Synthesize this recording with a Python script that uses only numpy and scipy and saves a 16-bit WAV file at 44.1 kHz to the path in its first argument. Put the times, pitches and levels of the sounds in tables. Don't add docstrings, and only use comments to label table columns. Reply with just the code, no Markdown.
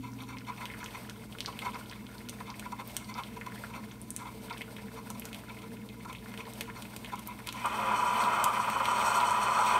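import sys
import numpy as np
from scipy import signal
from scipy.fft import rfft, irfft
from scipy.io import wavfile
from scipy.ndimage import uniform_filter1d, map_coordinates

SR = 44100
rng = np.random.default_rng(int(sys.argv[2]) if len(sys.argv) > 2 else 0)


def dump(signal):
    limited = np.clip(np.atleast_2d(signal).T, -1, 1)
    pcm = np.round(limited * 32767).astype(np.int16)
    wavfile.write(sys.argv[1], SR, pcm)


def gain_from_decibels(decibels):
    exponent = np.asarray(decibels, float) / 20
    return 10 ** exponent


N = 431738
SIZE = N + SR
TIME = np.arange(N) / SR
FREQ = np.arange(SIZE // 2 + 1) * SR / SIZE
FADE_S = 0.72


def level(x, db):
    return x * gain_from_decibels(db) / np.sqrt(np.mean(x ** 2))


def noise():
    return rng.standard_normal(N)


def filtered(x, gain):
    return irfft(rfft(x, SIZE) * gain, SIZE)[..., :N]


def coloured(x, points):
    hz, db = np.transpose(points)
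    return filtered(x, gain_from_decibels(np.interp(np.log(FREQ + 1), np.log(hz), db)))


def resonance(hz, width):
    f = FREQ + 1e-3
    return 1 / (1 + 1j * hz / abs(width) * (f / hz - hz / f))


def resonate(x, modes, band):
    gain = 0
    for k, (hz, width, db) in enumerate(modes):
        gain = gain + (-1) ** k * gain_from_decibels(db) * resonance(hz, width)
    f = FREQ + 1e-3
    inside = (f > band[0]) & (f < band[1])
    return filtered(x, gain) / np.sqrt(np.sum(np.abs(gain[inside]) ** 2) / len(f))


def walk(rate):
    k = int(SR / rate)
    steps = np.repeat(rng.standard_normal(N // k + 1), k)
    return level(uniform_filter1d(uniform_filter1d(steps, k), k)[:N], 0)


def wander(x, share, rate):
    delay = share * SR / (2 * rate) * walk(rate)
    return map_coordinates(x, [np.arange(N) + delay], order=3, mode="mirror")


def bubbling(rate, spread_db):
    bursts = (rng.random(N) < rate / SR) * gain_from_decibels(spread_db * rng.standard_normal(N))
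    return level(np.sign(noise()) * bursts, 0)


def bell(centre, ms):
    near = slice(max(int((centre - .1) * SR), 0), int((centre + .15) * SR))
    t = (TIME[near] - centre + 0.0072) / (ms / 1000) + 0.14
    return near, np.exp(-np.abs(t / np.where(t < 0, .3, .7)) ** 3)


def tone(hz, db, wobble_hz):
    phase = 2 * np.pi * np.cumsum(hz + wobble_hz * walk(15)) / SR
    waver_db = 0.19 * wobble_hz ** 0.54 * walk(16.0)
    return level(np.sin(phase) * gain_from_decibels(waver_db), db)


# (pitch [Hz], relative level [dB])
AIR_COLOUR = [(25, -41), (45, -13), (100, -12), (150, -13.5), (190, -6), (225, -5), (270, -9), (380, -17),
              (600, -46), (1200, -39)]
# (pitch [Hz], rms level [dB], wobble [Hz])
FRIDGE_LINES = [(58.2, -60.5, 0.27), (102.4, -64, 1.64), (207.4, -54, 1.49), (242.4, -62, 1.3),
                (310.5, -64, 1.52)]
# (pitch [Hz], width [Hz], relative level [dB])
FRIDGE_CASING = [(178, 25, -9.5), (217.5, 12.4, 1), (240, 7, -4.5), (449.8, 19.2, -5)]
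# (pitch [Hz], rms level [dB])
ROOM_DRONE = [(258, -47), (276, -53)]


def kitchen():
    fade = np.clip(1 - TIME / FADE_S, 0, 1)
    here = sum(tone(*row) for row in FRIDGE_LINES) + level(coloured(noise(), AIR_COLOUR), -51.5)
    casing_band = (FRIDGE_CASING[0][0], FRIDGE_CASING[-1][0])
    casing_db = -53 + 2.0 * walk(3.03)
    here = here + gain_from_decibels(casing_db) * resonate(noise(), FRIDGE_CASING, casing_band)
    other = sum(tone(hz, db, .3) for hz, db in ROOM_DRONE)
    other = other + level(coloured(noise(), AIR_COLOUR), -51)
    mains = tone(119.6, -54, 0.18) * (1 + 1.25 * fade)
    return here * (1 - 0.56 * fade) + other * fade + mains


# (time [s], level [dB])
TRICKLE_LEVEL = [(0.0, -59.5), (0.52, -55), (0.68, -51.5), (1.18, -53.5), (1.37, -58.5), (1.54, -49.5),
                 (2.07, -54.5), (2.64, -54), (2.79, -54.5), (3.22, -54), (3.66, -53), (4.0, -55.5),
                 (5.06, -55), (5.44, -53.5), (5.74, -56.5), (6.65, -54), (6.75, -54), (7.49, -53.5),
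                 (7.6, -49.5)]


def trickle_db():
    return np.interp(TIME, *np.transpose(TRICKLE_LEVEL))


# (pitch [Hz], relative level [dB])
HISS_COLOUR = [(350, -26), (600, 0.5), (779, -3.5), (970, -2), (1180, -11), (1930, -15), (2150, -13),
               (4840, -14), (7300, -24), (8400, -11.5), (10400, -20.5), (12800, -15.5), (15600, -24.5),
               (20000, -3)]


def trickle():
    hiss = level(coloured(noise(), HISS_COLOUR), 0)
    rise_db = np.interp(TIME, [0, FADE_S], [-5, 0])
    flicker_db = 2.0 * walk(12) + 2.8 * walk(70)
    return hiss * gain_from_decibels(trickle_db() + rise_db + 2.0 + flicker_db)


# (delay [s], gain [ratio])
NEAR_ECHOES = [(.0056, 0.15)]


def room(x):
    t = TIME[:int(.4 * SR)]
    response = 1. * (t == 0)
    for delay, gain in NEAR_ECHOES:
        response[int(delay * SR)] = gain
    # (decay by 60 dB [s], level [dB], start [s])
    for t60, db, start in [(0.072, -8, .0015), (0.43, -13.5, .005)]:
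        tail = rng.standard_normal(len(t)) * np.exp(-np.log(1000) * t / t60) * (t > start)
        tail = signal.sosfilt(signal.butter(1, 8100, fs=SR, output="sos"), tail)
        response += tail * gain_from_decibels(db) / np.sqrt(np.sum(tail ** 2))
    return signal.fftconvolve(x, response)[:N]


def ping(out_db, hz, sharp, crack):
    t = np.arange(len(crack)) / SR
    decay = np.pi * hz / (0.57 * max(sharp, .3))
    swell = decay * t * np.exp(1 - decay * t)
    bubble = swell * np.sin(2 * np.pi * hz * t * (1 + 0.0019 * decay * t))
    click = 2.5 * np.exp(-((t - 0.0001) / 0.00003) ** 2)
    crackle = crack * np.exp(-t / 0.0017) - click
    sound = bubble + 0.65 / (1 + sharp ** 2) * (hz / 5000) ** 0.69 * crackle
    return gain_from_decibels(out_db) * sound / np.abs(sound).max()


def add(out, s, sound):
    i = int(s * SR)
    out[i:i + len(sound)] += sound[:N - i]


# (time [s], peak level [dB], pitch [Hz], sharpness as pitch over width [ratio])
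DROP_TICKS = [(0.205, -39, 3570, 13), (0.224, -38, 12300, 3.5), (0.236, -39, 3730, 5),
              (0.37, -31.5, 2120, 2.7), (0.385, -33, 4700, 4), (0.408, -38, 2060, 2.6),
              (0.5214, -40, 2240, 4.6), (0.5802, -35, 2130, 4.5), (0.607, -43, 13600, 3.7),
              (0.6142, -32, 2020, 5), (0.6556, -24, 3160, 1.9), (0.7006, -35, 2070, 8.5),
              (0.7375, -29.5, 1900, 4.5), (0.791, -35, 11500, 2.7), (0.8296, -25.5, 1480, 5.1),
              (0.843, -27.5, 5970, 2.9), (0.8606, -25, 2630, 1.7), (0.9274, -42, 1760, 3),
              (0.951, -31, 2110, 5.3), (1.097, -26, 4170, 1.5), (1.325, -35, 3220, 3.8),
              (1.3508, -32, 1360, 5.5), (1.386, -28, 2840, 1.6), (1.4056, -17.5, 4200, 2.3),
              (1.449, -31, 1580, 4), (1.46, -18.5, 4550, 4.5), (1.5908, -23.5, 2970, 1.65),
              (1.8973, -31.5, 4600, 4.9), (1.913, -31, 2640, 1.7), (1.9254, -30, 1660, 3.4),
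              (1.933, -38, 3580, 5), (2.067, -35, 3520, 2.7), (2.182, -35.5, 4450, 5.9),
              (2.288, -25, 4060, 1.8), (2.2953, -22, 6200, 0.47), (2.4055, -33, 1570, 6.1),
              (2.5026, -28, 4780, 4), (2.5417, -34, 2050, 3.8), (2.596, -23, 2820, 1.1),
              (2.626, -31, 1430, 4), (2.8765, -27, 14730, 7), (2.9666, -13.5, 3460, 0.94),
              (3.045, -37, 4570, 7.2), (3.1414, -30.5, 4900, 6.2), (3.236, -27.5, 3580, 3),
              (3.268, -43, 2100, 8.3), (3.326, -49, 2130, 2), (3.4124, -26, 1940, 3.9),
              (3.467, -38, 1660, 4.3), (3.521, -30, 1570, 3.8), (3.559, -34, 1630, 5.8),
              (3.5776, -37, 1930, 9), (3.638, -25.5, 1410, 5.4), (3.646, -30, 1540, 3.9),
              (3.667, -50, 3280, 3), (3.7385, -34, 2290, 3.8), (3.839, -36, 1610, 3),
              (3.913, -37.5, 3290, 3.8), (4.016, -32, 9500, 7), (4.1054, -21, 9150, 4.1),
              (4.164, -18, 8500, 2.5), (4.203, -51, 2170, 3.3), (4.499, -29.5, 3070, 1.7),
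              (4.528, -33.5, 4650, 7.9), (4.574, -34, 3100, 2.5), (4.5798, -32, 2710, 1.1),
              (4.6097, -27, 2070, 5.4), (4.6177, -25.5, 2570, 1.9), (4.7659, -29, 2240, 1.5),
              (4.784, -35, 1700, 5), (4.796, -42, 1900, 4.5), (4.8834, -35, 1600, 4.1),
              (5.103, -23, 8250, 1.9), (5.197, -22, 12100, 3.8), (5.221, -31, 2300, 2.5),
              (5.2542, -25.5, 8050, 1.2), (5.277, -39, 1760, 3.6), (5.33, -25.5, 3060, 1.6),
              (5.346, -25, 3240, 1.8), (5.3947, -36, 1900, 1.5), (5.546, -44, 2320, 4),
              (5.5693, -39, 2090, 6.5), (5.5886, -39, 2500, 2.1), (5.6205, -34, 3500, 1.4),
              (5.718, -39, 1590, 5.6), (5.77, -39, 2300, 2.6), (5.8896, -35, 3750, 4),
              (6.0083, -43, 2060, 5), (6.129, -27.5, 2820, 1.1), (6.15, -31, 2380, 3.7),
              (6.158, -40, 3550, 9.4), (6.185, -42, 3550, 4.9), (6.2594, -31, 1450, 3.8),
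              (6.3402, -26, 1480, 2.2), (6.3762, -29, 2760, 1.8), (6.4057, -29.5, 2340, 5.4),
              (6.5361, -28.5, 11840, 2.4), (6.6094, -16, 2830, 1.09), (6.7, -27, 1550, 3),
              (6.823, -26, 3500, 1.3), (6.8534, -34, 2160, 2.2), (6.9638, -25, 5440, 0.54),
              (7.0466, -26.5, 2370, 1.7), (7.06, -33, 3430, 3.9), (7.157, -31, 12500, 1.5),
              (7.1934, -28.5, 8050, 0.94), (7.2743, -22.5, 13300, 4.5), (7.403, -30, 1390, 2.2),
              (7.472, -20, 3600, 1.3), (7.4895, -19.5, 3720, 2.4), (7.526, -24, 2530, 0.92),
              (7.659, -24, 2510, 0.88), (8.239, -24, 3750, 4.2), (8.442, -10.5, 7200, 0.31),
              (8.701, -17, 1810, 1.1), (8.856, -17.5, 2820, 2), (9.203, -23, 3940, 4.1),
              (9.3093, -26, 8200, 4.9)]
# (pitch [Hz], gain [dB])
TICK_COLOUR = [(500, -1.5), (1400, -7), (3000, 2), (5000, -3), (6000, 1), (7200, 1.5), (8500, 5),
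               (10400, 1), (12000, 2.5), (16000, -2)]


def drops():
    out, thin_db = np.zeros(N), trickle_db()
    pockets = [(s - 0.0035, db + 4, 985, 11) for s, ms, db in STREAM_SURGES if ms < 20]
    for s, db, hz, sharp in DROP_TICKS + pockets:
        add(out, s, ping(db, hz, sharp, rng.standard_normal(900)))
    for when, pitch, sharp, size in rng.random((900, 4)):
        s = when * (N - 1) / SR
        flow_db = thin_db[int(s * SR)] - 3.0 * (s > STREAM_LEVELS[1][0])
        drop_db = flow_db + 9.0 + 13 * size ** 5.1 - 7.0 * pitch
        hz = 1400 * 5.0 ** pitch ** 3.0
        add(out, s, ping(drop_db, hz, 2.0 + 7 * sharp, rng.standard_normal(600)))
    wall_modes = [m[:2] + m[3:] for m in WALL_MODES]
    ring = level(resonate(out, wall_modes, GROUP_BANDS[1]), -15) * np.std(out)
    return coloured(out, TICK_COLOUR) + ring


def glug():
    out = np.zeros(N)
    near, shape = bell(7.84, 90)
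    out[near] = np.sqrt(shape)
    return out * tone(545, -44, 8.0)


# (time [s], hollow gurgle level [dB], bright splutter level [dB], spray level [dB])
STREAM_LEVELS = [(7.55, -58, -52.5, -62), (7.7, -35.5, -46, -57), (7.82, -31.5, -43, -54),
                 (8.031, -31, -44.5, -51.5), (8.33, -27.5, -41, -46), (8.49, -29, -43, -53),
                 (8.6, -34, -45.5, -52.5), (8.715, -37, -45, -51), (8.87, -33, -44, -48),
                 (9.0, -29, -42.5, -45.5), (9.48, -29.5, -41.5, -44), (9.79, -27.5, -41, -42)]
# (centre [s], length [ms], hollow gurgle level [dB])
STREAM_SURGES = [(7.66, 25, -29), (7.917, 64, -31), (8.603, 12, -29), (8.687, 14, -25), (8.727, 10, -29),
                 (8.761, 14, -27), (8.81, 16, -25), (8.885, 12, -26), (8.921, 12, -27), (9.591, 54, -26.5),
                 (9.758, 36, -29)]


def flow():
    s, *columns = np.transpose(STREAM_LEVELS)
    power = np.array([gain_from_decibels(np.interp(TIME, s, db, left=-120)) ** 2 for db in columns])
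    for centre, ms, db in STREAM_SURGES:
        near, shape = bell(centre, ms)
        power[:, near] += shape * gain_from_decibels([[db], [db - 25], [db - 27]]) ** 2
    return np.sqrt(power)


# (pitch [Hz], relative level [dB])
MIST_COLOUR = [(1500, -18), (2200, 4), (3200, 8), (5000, -8), (8500, -16.5), (12000, -32), (16000, -5)]


def mist():
    fits = gain_from_decibels(2.5 * walk(30) + 1.5 * walk(8))
    spray = level(fits * coloured(bubbling(4000, 4.4), MIST_COLOUR), 0)
    return gain_from_decibels(-5) * flow()[2] * spray


# (centre [s], length [ms], hollow gurgle level [dB])
OUTLET_SPURTS = [(0.06, 56, -49.5), (0.21, 43, -48.5), (0.315, 52, -45.5), (0.49, 34, -44),
                 (0.627, 42, -43.5), (0.824, 42, -48), (0.958, 39, -46), (1.487, 17, -35.5),
                 (1.535, 15, -47), (1.628, 11, -36), (1.67, 38, -34), (1.751, 30, -40.5), (1.96, 27, -58),
                 (2.411, 4.3, -35.5), (2.491, 46, -44.5), (2.663, 8.6, -42), (2.73, 9.2, -33.5),
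                 (2.805, 25, -38), (3.109, 32, -44.5), (3.197, 36, -37.5), (3.373, 11, -42.5),
                 (3.471, 7.1, -40), (3.644, 3.3, -38), (3.709, 9, -48), (3.759, 49, -42.5),
                 (4.221, 33, -43.5), (4.271, 32, -40), (4.514, 13.4, -39.5), (4.981, 32, -42),
                 (5.107, 9.3, -43), (5.64, 17, -46.5), (6.059, 7.3, -39), (6.102, 29, -43),
                 (6.406, 35, -46.5), (6.474, 5.3, -40.5), (6.688, 37, -51), (6.774, 35, -45.5),
                 (7.135, 23, -35.5), (7.186, 14, -47.5), (7.295, 49, -47), (7.484, 29, -44.5),
                 (7.579, 87, -45.5)]


def spurts():
    when, size, long = rng.random((30, 3)).T
    faint_db = -52.5 + 12 * (2 * size - 1)
    faint = zip(when * STREAM_LEVELS[0][0], 13 * (.5 + long), faint_db)
    rows = [(s, ms, db, -50 + 0.63 * (db + 41.0)) for s, ms, db in [*OUTLET_SPURTS, *faint]]
    for s, db, hz, _ in DROP_TICKS:
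        if hz < 4500:
            rows.append((s + 0.0038, 9, -120, -46 + 0.48 * (db + 1.0)))
    power = np.zeros((len(GROUP_BANDS), N))
    for centre, ms, gurgle_db, splutter_db in rows:
        near, shape = bell(centre, ms)
        power[:, near] += shape * gain_from_decibels([[gurgle_db], [splutter_db], [splutter_db - 8.5]]) ** 2
    return np.sqrt(power)


# (pitch [Hz], width [Hz], level in the stream [dB], level in a spurt [dB])
HOLLOW_MODES = [(390, 67, -21, -18.5), (540.5, 22, -13.5, -11.5), (604, 46, -16.5, -33),
                (707, 27, -11, -12), (819, 25, -8, -7.5), (864, 29, -8, -13), (904, 28, -6.5, -5.5),
                (981, 31, 2.5, 4), (1035, 39, -5.5, -0.5), (1078, 14, -4.5, -1), (1133, 54, -8.5, -11.5),
                (1197, 26, -2.5, -8), (1306, 33, -7.5, -6), (1391, 21.5, -5, -5.5), (1553, 160, -18.5, -18)]
WALL_MODES = [(1900, 72, 1, -29), (2082, 29, 5, 10.5), (2164, 31, 3.5, 9), (2289, 39, 2.5, 9),
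              (2506, 125, 5.5, 0.5), (2653, 17, -28, 7.5), (3010, 62, 3.5, -3.5), (3584, 250, -13, -2)]
OUTLET_MODES = [(4340, 110, 10.5, 10.5), (5250, 130, 1, -3), (5775, 210, 8, 6), (6800, 180, 3.5, 1),
                (7340, 180, 0, -1), (8040, 116, 12, -23), (8520, 190, 9, -3), (8750, 170, 8, 4.5),
                (9560, 340, -5.5, -5), (10800, 500, -5.5, -30), (11800, 790, -5.5, -3),
                (14200, 270, -7, -23)]
# (low [Hz], high [Hz])
GROUP_BANDS = [(850, 1450), (1900, 2700), (4000, 15000)]
GROUP_DRIBBLE = [-7, -10, -20]
GROUP_STEADY = [.4, .6, .9]
GROUP_SHIFT = [0.0036, .005, 0.0049]


def machine():
    out, shared = 0, level(gain_from_decibels(1.2 * walk(60)), 0)
    rates, flutters_db = [2500, 3000, 6000], [.6, 1.8, 3.0]
    groups = zip([HOLLOW_MODES, WALL_MODES, OUTLET_MODES], GROUP_BANDS, flow(), spurts(),
                 rates, flutters_db, GROUP_DRIBBLE, GROUP_STEADY, GROUP_SHIFT)
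    for modes, band, stream, spit, rate, flutter_db, dribble_db, steady, shift in groups:
        uneven = shared * gain_from_decibels(flutter_db * walk(40))
        dribble = gain_from_decibels(trickle_db() + dribble_db + 0.37 * walk(25.6))
        spit = np.hypot(spit, (TIME < STREAM_LEVELS[0][0]) * dribble)
        pour = stream * uneven ** steady * bubbling(2 * rate, 3.45)
        out = out + wander(resonate(pour, [m[:3] for m in modes], band), shift, 12)
        spitting = spit * uneven * bubbling(.6 * rate, 4.7)
        out = out + wander(resonate(spitting, [m[:2] + m[3:] for m in modes], band), shift, 12)
    return out


def filling(x):
    column = filtered(x, resonance(1250, 76))
    return x + 0.4 * (TIME > 8.4) * column


def scene():
    background = kitchen() + trickle()
    brewing = room(drops()) + glug() + mist() + filling(machine())
    return (background + brewing)[None]


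def band_limit(x):
    return signal.sosfilt(signal.butter(12, 16850, fs=SR, output="sos"), x)


def record(dry):
    low_cut = signal.butter(3, 42, "high", fs=SR, output="sos")
    treble_cut = gain_from_decibels(np.interp(FREQ, [15650, 15800, 16500, 16650], [0, -40, -40, -70]))
    mix = filtered(signal.sosfilt(low_cut, dry), treble_cut)
    return band_limit(mix)


dry = scene()
out = record(dry)
dump(out)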